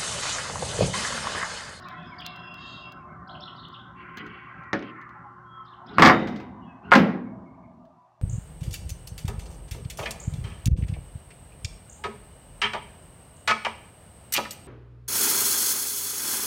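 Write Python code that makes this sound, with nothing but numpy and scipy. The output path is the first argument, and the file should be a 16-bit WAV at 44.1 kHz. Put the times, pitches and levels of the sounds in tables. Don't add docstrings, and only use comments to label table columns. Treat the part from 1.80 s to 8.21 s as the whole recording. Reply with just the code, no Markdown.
import sys
import numpy as np
from scipy import signal
from scipy.fft import rfft, irfft, next_fast_len
from scipy.io import wavfile
from scipy.ndimage import uniform_filter1d, minimum_filter1d, map_coordinates

SR = 44100
rng = np.random.default_rng(int(sys.argv[2]) if len(sys.argv) > 2 else 0)


def waveform_to_disk(signal):
    frames = np.transpose(np.atleast_2d(signal))
    scaled = np.clip(frames, -1, 1) * 32767
    samples = np.round(scaled).astype(np.int16)
    wavfile.write(sys.argv[1], SR, samples)


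N = 282841
T = np.arange(N) / SR

WEDGED_S = 5.0
LEAVE_S, LEAVE_DB_PER_S, LEAVE_HISS_DB_PER_S = 5.41, -14.5, -49

# start in seconds, then the levels in dB of the clank,
# the cabinet boom, the sharp crack and the dead punch of the contact.
BLOWS = [(4.1840, -3, -5.5, -29.5, -1), (4.1955, -19, 3, -14.5, -20.5), (4.2217, 5.5, -14.5, 1, 2),
         (4.2268, 0, -5, -23, 3), (4.2350, -6, 1, -6.5, -4.5), (4.2502, -3, -2, -3.5, -4.5),
         (4.2595, 2.5, -2, -0.5, -6.5), (4.2733, -2.5, -7, -5, 3), (4.2880, -2, -11, -21.5, -3),
         (4.2975, 2.5, -1.5, -22, -12.5), (4.473, -31.5, -20.5, -26.5, -43),
         (4.484, -33.5, -34, -32.5, -47), (4.561, -50.5, -32.5, -30.5, -51), (4.6000, -44, -24, -37, -48),
         (5.1115, -22.5, -42, -26.5, -35.5), (5.1180, 4.5, -31, -27.5, -8), (5.1235, 1, -24, -18.5, -6),
         (5.1290, -3, -29.5, -19, -6.5), (5.1364, -3.5, -19, -11.5, 0.5), (5.1413, -4.5, -9, -20.5, -9),
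         (5.1528, -5.5, -6.5, -5, -8), (5.1565, -21.5, 4, -29, -7.5), (5.1800, -25.5, -9, -23, -24.5)]
# start in seconds, thud level in dB, crack level in dB.
BUMPS = [(2.931, -5, -18.5), (2.9345, -22, -61), (2.9399, -19, -45), (2.9468, -16.5, -60),
         (2.992, -25.5, -37), (3.025, -29, -39)]
# frequency in Hz, level in dB, t60 in seconds.
SLAB = [(203.5, -14, 0.44), (244, -10, 0.13), (298, -2.5, 0.13), (386, -4.5, .2), (447.5, -16.5, 0.15),
        (559, -5.5, 0.19), (728, -12.5, 0.21), (1217, -6.5, 0.089), (1505, -12.5, 0.024), (1830, -1, 0.077),
        (2050, -1, 0.04)]
# frequency in Hz, level in dB while free,
# level in dB once wedged in the catch, t60 in seconds before the wedged limit.
LEVER = [(727, 1.5, -19, .16), (807, -3.5, -7, .23), (884, -.5, -10, .23), (917, -11, -20, .4),
         (1023, -3, -3, .16), (1041, -7, -.5, .16), (1104, -4, -12, .15), (1157, -2, -15, .18),
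         (1180, -4, -11.5, .22), (1208, -1, -12.5, .2), (1262, -5.5, -16, .2), (1280, -4, -15.5, .23),
         (1394, -5.5, -8.5, .26), (1417, -2, -2, .16), (1432, -4, -2, .16), (1545, -6.5, -13.5, .2),
         (1620, -9, -7.5, .15), (1712, -8.5, -8, .22), (1868, -6, -8, .22), (1910, -7.5, -13.5, .2),
         (2003, -12.5, -10, .2), (2044, -10.5, -2, .18), (2105, -9.5, -5, .15), (2247, -8, -21, .15),
         (2893, -17.5, -21, .22), (4734, -17, -27, .14), (5390, -22, -36, .13)]
# frequency in Hz, level in dB while free,
# level in dB once wedged, t60 in seconds before the wedged limit.
AFTER_RING = [(1550, -24, -30, .8), (1981, -20, -24, .62), (2051, -20.5, -25, .95), (2313, -29, -28, .9),
              (3052, -28, -39, .55), (3440, -36, -46, .75), (3693, -27.5, -44, .62), (3732, -28, -44, .66),
              (3876, -35, -44, .55), (4958, -38, -50, .5), (6842, -45, -62, .45)]
# frequency in Hz, level in dB while free,
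# level in dB once clamped together, t60 in seconds before the clamped limit.
CABINET = [(94, -21.5, -25, 0.96), (139, -18.5, -18.5, 0.55), (169, -2.5, 6.5, 0.46),
           (181.2, -13.5, 1.5, 0.55), (202.7, -17.5, -1.5, 0.92), (222, 2, 4.5, 0.5),
           (247.5, -10, -4.5, 0.76), (257.2, 1, 0, 0.32), (281, -3.5, 5.5, 0.17), (333.4, -7, -11.5, 0.6),
           (377, -11.5, -8, 0.35), (444, -12.5, -5, 0.6), (538, -15.5, 1, 0.26), (535, -21.5, -24, 0.85),
           (630, -15.5, -21, 0.35), (836, -20.5, -22, 0.31)]
# frequency in Hz, level in dB, t60 in seconds.
SLAB_CROWD = [(60, -11, 0.3), (269.4, 6.5, 0.51), (550, -5.5, 0.39), (936, -4, 0.0847), (1730, 4.5, 0.15),
              (2126, -24, 0.073), (2946, -24, 0.038), (6300, -21, 0.045), (9900, -73, .05)]
LATCH_CROWD = [(200, -15, 0.034), (570, 6.5, 0.12), (989, 10, 0.052), (2130, 3.5, 0.16),
               (2520, -19.5, 0.12), (4950, -43.5, 0.45), (9000, -77, .1), (16000, -57.5, 0.07)]
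CABINET_CROWD = [(24.68, -22, 0.24), (60.5, -19.5, .6), (110, -9.5, 1), (250.2, -4.5, 1), (513, -11, 0.68),
                 (1040, -11, 0.42), (1780, -16.5, 0.59), (3100, -21, 0.3), (8130, -54, 0.3)]
CRACK_CROWD = [(300, -15.5, .05), (1500, 14, 0.17), (2780, 12.5, 0.063), (5030, 4, 0.15), (7900, -11, 0.13),
               (10500, -31.5, 0.11), (13440, -19, 0.25), (16000, -29, 0.071)]
EDGE_CROWD = [(900, -4, 0.057), (1690, 17, 0.025), (2750, -2, 0.45), (4600, -11.5, 0.33),
              (6200, -9.5, 0.025), (7600, -34, 0.15), (12000, -57.5, .08)]
LEVER_DB = -20


def door():
    s, latch_db, boom_db, crack_db, punch_db = np.transpose(BLOWS)
    latch = convolve(pulses(s, latch_db - 13.5), crowd(LATCH_CROWD, attack_db=-5.0, attack_s=0.0053))
    lever = ring_latching(LEVER + AFTER_RING, s, latch_db + LEVER_DB, wedged_t60_s=0.51)

    cabinet = ring_latching(CABINET, s, boom_db - 22.5, wedged_t60_s=0.71)
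    cabinet_crowd = crowd(CABINET_CROWD, attack_db=-0.5, attack_s=0.0046)
    cabinet += convolve(pulses(s, boom_db - 21.5), cabinet_crowd)

    bump_s, thud_db, edge_db = np.transpose(BUMPS)
    slab = ring(SLAB, bump_s, thud_db - 17.5)
    slab_crowd = crowd(SLAB_CROWD, attack_db=-7.0, attack_s=0.011)
    slab += convolve(pulses(bump_s, thud_db - 17), slab_crowd)

    crack = convolve(pulses(s, crack_db - 15.0), crowd(CRACK_CROWD, attack_db=1, attack_s=0.0014))
    edge = convolve(pulses(bump_s, edge_db - 11.5), crowd(EDGE_CROWD, attack_db=16.0, attack_s=0.0023))
    struck = punch(s, punch_db) + latch + lever + cabinet + slab + crack + edge
    return yard(struck, wet_db=-14.5, t60_s=0.81, top_hz=670)


PUNCH_FREE_HZ, PUNCH_WEDGED_HZ, PUNCH_T60_S = 1160, 1590, 0.017


def punch(times, db):
    t = T[:SR // 10]
    decay = np.exp(-np.log(1000) * t / PUNCH_T60_S)
    free = times < WEDGED_S
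    free_knock = np.sin(2 * np.pi * PUNCH_FREE_HZ * t) * decay
    wedged_knock = np.sin(2 * np.pi * PUNCH_WEDGED_HZ * t) * decay
    return (convolve(pulses(times[free], db[free]), free_knock)
            + convolve(pulses(times[~free], db[~free]), wedged_knock))


def ring_latching(modes, times, db, wedged_t60_s):
    hz, free_db, wedged_db, t60 = np.transpose(modes)
    free = times < WEDGED_S
    before = ring(zip(hz, free_db, t60), times[free], db[free])
    short_t60 = np.minimum(t60, wedged_t60_s)
    return before + ring(zip(hz, wedged_db, short_t60), times[~free], db[~free])


# start in seconds, length in seconds, level in dB, change of level in dB per second.
RATTLES = [(4.293, .4, -28.5, -77), (5.19, 0.16, -35.5, -102)]


def rattle():
    ticks = 0
    for s, length, db, db_per_s in RATTLES:
        chance = rng.random((24, 2))
        late_s = length * chance[:, 0]
        ticks = ticks + pulses(s + late_s, db + db_per_s * late_s - 12 * chance[:, 1])
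    return convolve(ticks, crowd(EDGE_CROWD, attack_db=2.0, attack_s=0.00063))


# start in seconds, level in dB.
TICKS = [(2.372, -17), (2.381, -22), (2.465, -28.5), (2.836, -42), (3.2142, -36), (3.292, -38.5),
         (6.052, -45)]
# frequency in Hz, level in dB, t60 in seconds.
TICK_CROWD = [(600, -10, .07), (1700, 5, .07), (2300, -8, .05), (2980, 4.5, 0.062), (3780, -5, .05),
              (4400, 0, 0.073), (5250, -15, .05), (6000, -9.5, .06), (9000, -33, .04), (14000, -18, .03)]
# start, rise and fall in seconds, level in dB.
SCRAPES = [(2.155, 0.048, .25, -56.5), (2.37, 0.016, .5, -51), (3.018, 0.011, 0.11, -46.5)]
# frequency in Hz, level in dB.
SCRAPE_COLOUR = [(1800, 3), (2300, -1), (2650, -0.5), (2950, 0), (3250, -4.5), (3550, -22), (5000, -26.5)]


def hinge():
    s, db = np.transpose(TICKS)
    ticks = convolve(pulses(s, db - 21.5), crowd(TICK_CROWD, attack_db=-10.5, attack_s=.004))
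    jerks = undb(3 * walk(45))
    envelope = sum(undb(scrape_db) * swell(start, rise, 0, fall)
                   for start, rise, fall, scrape_db in SCRAPES)
    return ticks + envelope * jerks * restless(SCRAPE_COLOUR, ripple_db=6, wander_db=15, rate=15)


# start, rise and fall
# in seconds, scrape level in dB, rumble level in dB.
RUBS = [(2.36, 0.015, 0.25, -41.5, -48.5), (4.051, 0.15, .05, -38.5, -37.5),
        (4.35, 0.057, 0.81, -82, -40.5), (5.02, 0.096, .05, -45, -42), (5.349, 0.2, .7, -91, -45.5)]
# frequency in Hz, level in dB.
RUB_COLOUR = [(200, 1), (300, 0.5), (470, -1), (600, -22.5), (1400, 1), (3000, -23), (7000, -52.5)]


def rubs():
    scrape = noise(RUB_COLOUR, ripple_db=7.5) * undb(1.4 * walk(60))
    rumble = noise(RUMBLE, ripple_db=5.5) * undb(1.5 * walk(15))
    return sum(swell(s, rise, 0, fall) * (undb(scrape_db) * scrape + undb(rumble_db) * rumble)
               for s, rise, fall, scrape_db, rumble_db in RUBS)


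# frequency in Hz, level in dB.
RUMBLE = [(18, -47.5), (30, -23.5), (60, -4.5), (135, -5.5), (167, 2), (327, -12), (365, -12.5),
          (495, -23.5), (560, -28.5), (730, -34.5), (1230, -120)]
RUSH = [(400, -64), (560, -10.5), (700, -5.5), (850, 0), (1100, 8), (1450, 1), (1750, -13), (2200, -25)]
SHUT_RUSH = [(400, -29.5), (560, -13.5), (680, 3), (850, 7), (1150, 1.5), (1320, -13.5), (1750, -19.5),
             (2200, -30)]
HISS = [(1200, -13.5), (1550, 17), (2000, 5.5), (2500, -14.5), (3000, -5), (3500, -28.5), (5000, -36.5),
        (7000, -58.5)]
GAP_COLOUR = [(650, -45.5), (1100, -33), (1430, 16), (1770, 2.5), (2000, 8.5), (3030, -13.5), (3370, -38),
              (4500, -48), (5850, -78), (9900, -120)]
RUMBLE_DB, RUSH_DB, HISS_DB = -49, -48, -52.5
SHUT_RUMBLE_DB, SHUT_RUSH_DB, SHUT_HISS_DB = -9.5, -3, -16
# (from s, to s).
HISS_SCREENED_S, RUMBLE_SCREENED_S, RUSH_SCREENED_S = (0.47, 1.02), (1.97, 3.9), (3.87, 4.16)
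GAP_S, GAP_RISE_S, GAP_HOLD_S, GAP_FALL_S, GAP_DB = 2.14, 0.092, 1, 0.36, -49
GAP_SINK_S, GAP_SINK_OCTAVES_PER_S = 2.8, 0.35


def fire():
    away_s = np.maximum(T - LEAVE_S, 0)
    away_db = LEAVE_DB_PER_S * away_s

    rumble_db = RUMBLE_DB + np.interp(T, RUMBLE_SCREENED_S, [0, SHUT_RUMBLE_DB]) + away_db
    rumble = noise(RUMBLE, ripple_db=1.5) * undb(rumble_db + 1.2 * walk(27))

    shut = np.interp(T, RUSH_SCREENED_S, [0, 1])
    open_rush = restless(RUSH, ripple_db=7.0, wander_db=7.5, rate=14)
    open_rush = np.sqrt(1 - shut) * open_rush * undb(RUSH_DB + 0.88 * walk(19))
    shut_rush = restless(SHUT_RUSH, ripple_db=5.5, wander_db=8.5, rate=12)
    shut_rush_db = RUSH_DB + SHUT_RUSH_DB + away_db + 1.3 * walk(15)
    shut_rush = np.sqrt(shut) * shut_rush * undb(shut_rush_db)

    hiss_db = HISS_DB + np.interp(T, HISS_SCREENED_S, [0, SHUT_HISS_DB]) + LEAVE_HISS_DB_PER_S * away_s
    hiss = restless(HISS, ripple_db=7.0, wander_db=9, rate=12) * undb(hiss_db + 1.3 * walk(13))

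    gap = restless(GAP_COLOUR, ripple_db=7.5, wander_db=5, rate=14)
    gap = sinking(gap, GAP_SINK_S, GAP_SINK_OCTAVES_PER_S) * undb(GAP_DB + 1.4 * walk(20))
    gap = gap * swell(GAP_S, GAP_RISE_S, GAP_HOLD_S, GAP_FALL_S)
    return rumble + open_rush + shut_rush + hiss + gap


# frequency in Hz, level in dB.
HOLLOW_COLOUR = [(480, -55), (600, 3), (720, 4), (860, -20), (1050, 3)]
HOLLOW_DB, HOLLOW_FADE_S, HOLLOW_FADE_LENGTH_S = -55, 1.45, 0.58


def firebox():
    hollow = noise(HOLLOW_COLOUR, ripple_db=7) * undb(HOLLOW_DB + 2.6 * walk(12.04))
    return hollow * (1 - ramp(HOLLOW_FADE_S, HOLLOW_FADE_LENGTH_S))


# start in seconds, level in dB.
SNAPS = [(0.0855, -26.5), (0.407, -32), (0.4640, -11), (0.562, -33), (.742, -29.5), (1.018, -48),
         (1.1217, -28.5), (1.885, -38.5)]
# frequency in Hz, level in dB, t60 in seconds.
SNAP_CROWD = [(810, -11, 0.023), (2730, -1, 0.0053), (3920, 4, 0.031), (7100, -11, 0.021),
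              (10000, -22, 0.026), (15000, -8, .02)]


def snaps():
    chance = rng.random((16, 2))
    faint = np.column_stack([2.0 * chance[:, 0] ** 2, -60 + 10 * chance[:, 1]])
    s, db = np.vstack([SNAPS, faint]).T
    body = convolve(pulses(s, db - 23.0), crowd(SNAP_CROWD, attack_db=3.5, attack_s=0.0032))
    tick = rng.standard_normal(SR // 20) * np.exp(-T[:SR // 20] / 0.00031)
    return body + convolve(pulses(s, 1.5 * db - 14), tick)


SIZZLE_END_S, SIZZLE_DB = 1, -63


def sizzle():
    chance = rng.random((260, 2))
    s = SIZZLE_END_S * chance[:, 0] ** 2
    crackle = crowd(SNAP_CROWD, attack_db=9.5, attack_s=0.0011)
    fizz = convolve(pulses(s, SIZZLE_DB - 16 * chance[:, 1]), crackle)
    return signal.sosfilt(signal.butter(4, 6000, fs=SR, output="sos"), fizz)


# frequency in Hz, level in dB with the microphone near.
HUM = [(120, -57), (360, -61)]
NEAR_S, NEAR_RISE_S, NEAR_HOLD_S, NEAR_FALL_S, FAR_DB = 1, 1.1, 1, 0.78, -4


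def motor():
    near = swell(NEAR_S, NEAR_RISE_S, NEAR_HOLD_S, NEAR_FALL_S)
    distance_db = FAR_DB * (1 - near) + LEAVE_DB_PER_S * np.maximum(T - LEAVE_S, 0)
    return sum(undb(db + distance_db + 2 * walk(6)) * tone(np.full(N, hz)) for hz, db in HUM)


def birds():
    calls = long_note() + whistles() + chorus()
    return yard(calls, wet_db=-4, t60_s=0.32, top_hz=7000) + chirps()


# frequency in Hz as the fade begins, reached by a slow sag,
# level in dB.
BUZZ = [(3235, -1), (3505, -15), (3680, 1), (3865, -1), (4156, -13), (4323, -9), (4662, -8), (4813, -20),
        (5600, -22.5), (6440, -20.5), (6600, -20), (7350, -26), (7520, -35), (8350, -42)]
NOTE_S, NOTE_RISE_S, NOTE_HOLD_S, NOTE_FALL_S, NOTE_DB = .41, 0.035, 0.62, 0.064, -47.5
NOTE_HZ, SLIDE_HZ, SLIDE_S, TRILL_HZ = 2725, 317, 0.019, 27.28
TRILL_DEPTH, NOTE_JITTER = .006, .006
BUZZ_S, BUZZ_RISE_S, BUZZ_HOLD_S, BUZZ_FALL_S, BUZZ_DB = 0.755, 0.0626, 0.13, 0.13, -56.5
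BUZZ_SAG_PER_S, BUZZ_JITTER, BUZZ_FLUTTER_DB = 0.024, .02, 3


def long_note():
    trill = tone(TRILL_HZ + 3 * walk(9.84))
    hz = NOTE_HZ + SLIDE_HZ * np.exp(-np.maximum(T - NOTE_S, 0) / SLIDE_S)
    hz = hz * (1 + NOTE_JITTER * walk(400) + TRILL_DEPTH * trill)
    sag = 1 - BUZZ_SAG_PER_S * (T - BUZZ_S - BUZZ_RISE_S - BUZZ_HOLD_S)
    overtones = undb(-11) * tone(1.2 * hz * sag + 80 * walk(300))
    overtones += undb(-20 + 2.2 * trill) * tone(1.83 * hz * sag + 40 * walk(300))
    note = (tone(hz) + overtones) * undb(2 * trill + 0.98 * walk(30.3))

    buzz = 0
    for partial_hz, db in BUZZ:
        level = undb(db + BUZZ_FLUTTER_DB * walk(50))
        buzz = buzz + level * tone(partial_hz * sag * (1 + BUZZ_JITTER * walk(1800)))
    return (undb(NOTE_DB) * swell(NOTE_S, NOTE_RISE_S, NOTE_HOLD_S, NOTE_FALL_S) * note
            + undb(BUZZ_DB) * swell(BUZZ_S, BUZZ_RISE_S, BUZZ_HOLD_S, BUZZ_FALL_S) * buzz)


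# start in seconds, level in dB, pitch in Hz,
# rise of the first syllable in Hz.
CHIRPS = [(0.019, -51.5, 3570, 497), (0.381, -43, 3574, -700), (1.472, -48.5, 3030, 1152),
          (1.599, -46, 3154, 895), (1.76, -46.5, 3410, 446), (1.921, -49.5, 3430, -200),
          (3.849, -59, 3440, 600.5), (4.059, -56, 3290, 597), (4.131, -56.5, 4360, 300)]
# delay in seconds, level in dB.
CHIRP_ECHOES = [(.021, -10), (0.048, -11)]
FLICK_HZ, FLICK_RISE_HZ, FLICK_S, FLICK_DB = 4240, 1232, .02, -7.5
SYLLABLE_LATE_S, SYLLABLE_S, SECOND_LATE_S, SECOND_S, SECOND_DB = .01, 0.044, .064, .048, -4.5
RASP_HZ, RASP_DB = 280, 3.5


def chirps():
    out = np.zeros(N)
    rasp_hz = RASP_HZ * walk(500)
    grain = undb(RASP_DB * walk(140))
    for s, db, hz, rise_hz in CHIRPS:
        strokes = [(s, FLICK_S, FLICK_HZ, FLICK_RISE_HZ, db + FLICK_DB),
                   (s + SYLLABLE_LATE_S, SYLLABLE_S, hz, rise_hz, db),
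                   (s + SECOND_LATE_S, SECOND_S, hz, 0, db + SECOND_DB)]
        for start, length, from_hz, glide_hz, stroke_db in strokes:
            i, along = int(start * SR), np.linspace(0, 1, int(length * SR))
            span = slice(i, i + len(along))
            envelope = np.minimum(along / 0.29, 1) * np.minimum((1 - along) / .5, 1) * grain[span]
            out[span] += undb(stroke_db) * envelope * tone(from_hz + glide_hz * along + rasp_hz[span])
    out = signal.sosfilt(signal.butter(3, [2500, 5900], "bandpass", fs=SR, output="sos"), out)
    echo_s, echo_db = np.transpose(CHIRP_ECHOES)
    echoes = convolve(out, pulses(echo_s, echo_db))
    return yard(out + echoes, wet_db=-4.5, t60_s=0.39, top_hz=6000)


# start in seconds, length in seconds,
# first pitch in Hz, last pitch in Hz, arch in Hz, level in dB, roughness from 0 to 1.
WHISTLES = [(-.06, 0.39, 730, 717, 4.5, -51, 0.1), (0.164, .48, 721.3, 720, 3, -49.5, 0),
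            (0.116, .24, 3340, 3280, 37, -54.5, 0.71), (0.252, 0.066, 5100, 4950, 37, -60, 0.2),
            (.31, 0.047, 2360, 2060, 1, -45, 0.13), (1.174, .07, 2400, 2120, 3, -63.5, 0.54),
            (1.262, .12, 2190, 2060, 17, -59, 0.42), (1.371, .11, 1960, 1720, 0, -61, 0.47),
            (3.255, .03, 1244, 1170, 4, -42.5, 0.17), (3.34, .05, 870, 840, 7, -48, 0.54),
            (3.439, .05, 847, 817, -8, -46, 0.42), (3.642, 0.25, 3220, 3036, 137.5, -61, 0.03),
            (3.618, 0.3, 1305, 1239, 42, -45.5, 0.13), (4.594, .07, 1588, 1469, 3, -66, 0.42),
            (4.867, .08, 1680, 1540, 13.5, -60, 0.2), (4.814, .1, 3200, 3350, -1, -69, 0.26),
            (4.808, .06, 2920, 2895, -4, -60.5, .4), (4.86, 0.095, 2620, 2555, 2.5, -57.5, 0.2),
            (5.03, 0.046, 2650, 2796, 1.5, -56, 1), (5.452, .05, 2190, 2200, -2.5, -59, 0.69),
            (5.651, .055, 2256, 2200, 1, -61.5, 0.64), (5.731, .035, 2230, 2143, -1, -63.5, 0.87),
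            (5.82, .055, 2193, 2190, -0.5, -63, 0.78), (5.991, .06, 1217, 1162, 1.5, -62.5, 0.26),
            (6.094, .05, 1195, 1170, 2.5, -60.5, .4), (6.152, .11, 1003, 953, 16.5, -57.5, 0.33),
            (6.211, .1, 730, 704, -5.5, -66.5, 0.42)]
WHISTLE_EDGE_SHARE, WHISTLE_JITTER, WHISTLE_FLUTTER_DB = 0.56, 0.044, 2.5


def whistles():
    out = np.zeros(N)
    jitter = WHISTLE_JITTER * walk(500)
    flutter = WHISTLE_FLUTTER_DB * walk(40)
    for s, length, first_hz, last_hz, arch_hz, db, rough in WHISTLES:
        along, edge_s = ramp(s, length), WHISTLE_EDGE_SHARE * length
        hz = first_hz + (last_hz - first_hz) * along + arch_hz * np.sin(np.pi * along)
        envelope = swell(s, edge_s, length - 2 * edge_s, edge_s)
        out += envelope * undb(db + rough * flutter) * tone(hz * (1 + rough * jitter))
    return out


CHORUS_END_S, CHORUS_DB, CHORUS_LOW_HZ, CHORUS_OCTAVES = 1.3, -47.5, 948, 1.5
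CHORUS_DB_PER_OCTAVE, CHORUS_DB_PER_S = -6, -9.5


def chorus():
    out, waver = np.zeros(N), 1 + .012 * walk(200)
    for when, height, glide, span in rng.random((36, 4)):
        s, octaves = CHORUS_END_S * when ** 1.5, CHORUS_OCTAVES * height
        i, along = int(s * SR), np.linspace(0, 1, int((0.041 + 0.067 * span) * SR))
        hz = CHORUS_LOW_HZ * 2 ** (octaves + 0.213 * (glide - .5) * along) * waver[i:i + len(along)]
        level = undb(CHORUS_DB + CHORUS_DB_PER_OCTAVE * octaves + CHORUS_DB_PER_S * s)
        out[i:i + len(along)] += level * np.sin(np.pi * along) * tone(hz)
    return out


# start, rise and fall in seconds, level in dB.
RUSTLES = [(5.43, 0.072, .4, -56.5), (5.76, 0.065, 0.2, -57), (5.986, 0.031, .15, -52.5),
           (6.195, 0.035, 0.15, -63), (6.376, .03, .1, -55.5)]
# frequency in Hz, level in dB.
RUSTLE_COLOUR = [(450, -17), (660, 22), (780, -13), (950, 2.5), (1400, -49), (2500, -38)]


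def rustles():
    envelope = sum(undb(db) * swell(s, rise, 0, fall) for s, rise, fall, db in RUSTLES)
    flutter = undb(2 * walk(25))
    return envelope * flutter * noise(RUSTLE_COLOUR, ripple_db=0.0)


# frequency in Hz, level in dB.
MICROPHONE_HISS = [(1500, 7.5), (4000, -1.5), (6000, -3.5), (9000, -11), (15000, -22)]


def microphone_hiss():
    return undb(-81.5) * noise(MICROPHONE_HISS, ripple_db=3.0)


def ring(modes, times, db):
    out, first = np.zeros(N), int(min(times) * SR)
    at = (np.asarray(times) * SR).astype(int) - first
    for hz, mode_db, t60 in modes:
        push = np.zeros(min(N - first, 2 * SR))
        push[at] = undb(db + mode_db + 4.7 * (rng.random(len(at)) - .5))
        pole = np.exp((2j * np.pi * hz - np.log(1000) / t60) / SR)
        phase = np.exp(2j * np.pi * rng.random())
        swing = (signal.lfilter([1], [1, -pole], push) * phase).imag
        contact = signal.butter(2, min(2 * hz, SR / 3), fs=SR, output="sos")
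        out[first:first + len(push)] += signal.sosfilt(contact, swing)
    return out


def crowd(rows, attack_db, attack_s):
    hz, db, t60 = np.transpose(rows)
    t = T[:2 * SR]
    octave = np.log2(np.fft.rfftfreq(len(t), 1 / SR) + 1)
    phase = np.exp(2j * np.pi * rng.random(len(octave)))
    spectrum = phase * undb(np.interp(octave, np.log2(hz), db, left=-60))
    spectrum /= np.std(irfft(spectrum))
    out = 0
    for centre in np.arange(12, 44) / 3:
        band = irfft(spectrum * np.clip(1 - 3 * abs(octave - centre), 0, 1))
        onset = 1 - np.exp(-(2 * t * 2 ** centre) ** 2)
        out = out + band * onset * undb(-60 * t / np.interp(centre, np.log2(hz), t60))
    return out * (1 + undb(attack_db) * np.exp(-t / attack_s))


def yard(x, wet_db, t60_s, top_hz):
    t = T[:2 * SR]
    tail = rng.standard_normal(len(t)) * undb(-60 * t / t60_s) * (1 - np.exp(-t / .02))
    tail /= np.linalg.norm(tail)
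    tail = signal.sosfilt(signal.butter(2, min(top_hz, SR / 3), fs=SR, output="sos"), tail)
    return x + undb(wet_db) * convolve(x, tail)


def noise(points, ripple_db, spacing_hz=30):
    hz, db = np.transpose(points)
    n = next_fast_len(N)
    f = np.fft.rfftfreq(n, 1 / SR) + 1
    grid = np.arange(0, SR / 2, spacing_hz)
    ripple = ripple_db * np.interp(f, grid, rng.standard_normal(len(grid)))
    colour = undb(np.interp(np.log(f), np.log(hz), db, left=-90, right=-90) + ripple)
    return unit(irfft(rfft(rng.standard_normal(n)) * colour, n)[:N])


def restless(points, ripple_db, wander_db, rate):
    shares = np.array([undb(wander_db * walk(rate)) for _ in range(5)])
    shares /= np.linalg.norm(shares, axis=0)
    return sum(share * noise(points, ripple_db, spacing_hz=70) for share in shares)


def sinking(x, start_s, octaves_per_s):
    speed = 2 ** (-octaves_per_s * np.maximum(T - start_s, 0))
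    return map_coordinates(x, [np.cumsum(speed)], order=3, mode="mirror")


def tone(hz):
    return np.sqrt(2) * np.sin(2 * np.pi * np.cumsum(hz) / SR)


def walk(rate):
    k = int(SR / rate)
    steps = np.repeat(rng.standard_normal(N // k + 1), k)
    return 1.3 * uniform_filter1d(steps, k)[:N]


def ramp(start_s, length_s):
    return np.clip((T - start_s) / max(length_s, 1 / SR), 0, 1)


def swell(start_s, rise_s, hold_s, fall_s):
    return ramp(start_s, rise_s) * (1 - ramp(start_s + rise_s + hold_s, fall_s))


def pulses(times, db):
    x = np.zeros(N)
    np.add.at(x, (np.asarray(times) * SR).astype(int), undb(db))
    return x


def convolve(x, response):
    return signal.fftconvolve(x, response)[:N]


def undb(db):
    return 10 ** (np.asarray(db) / 20)


def unit(x):
    return x / np.sqrt(np.mean(x ** 2))


def scene():
    ironwork = door() + rattle() + hinge() + rubs()
    furnace = fire() + firebox() + snaps() + sizzle()
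    background = motor() + birds() + rustles() + microphone_hiss()
    return (ironwork + furnace + background)[None]


TOP_HZ = 15900


def record(dry):
    thin = signal.sosfilt(signal.butter(3, 62, "high", fs=SR, output="sos"), dry)
    gain = minimum_filter1d(1 / np.maximum(abs(thin) / 1.1, 1), size=61)
    gain = uniform_filter1d(uniform_filter1d(gain, size=41), size=41)
    clipped = np.clip(thin * gain, -1, 1)
    return signal.sosfilt(signal.ellip(8, .2, 70, TOP_HZ, fs=SR, output="sos"), clipped)


dry = scene()
out = record(dry)
waveform_to_disk(out)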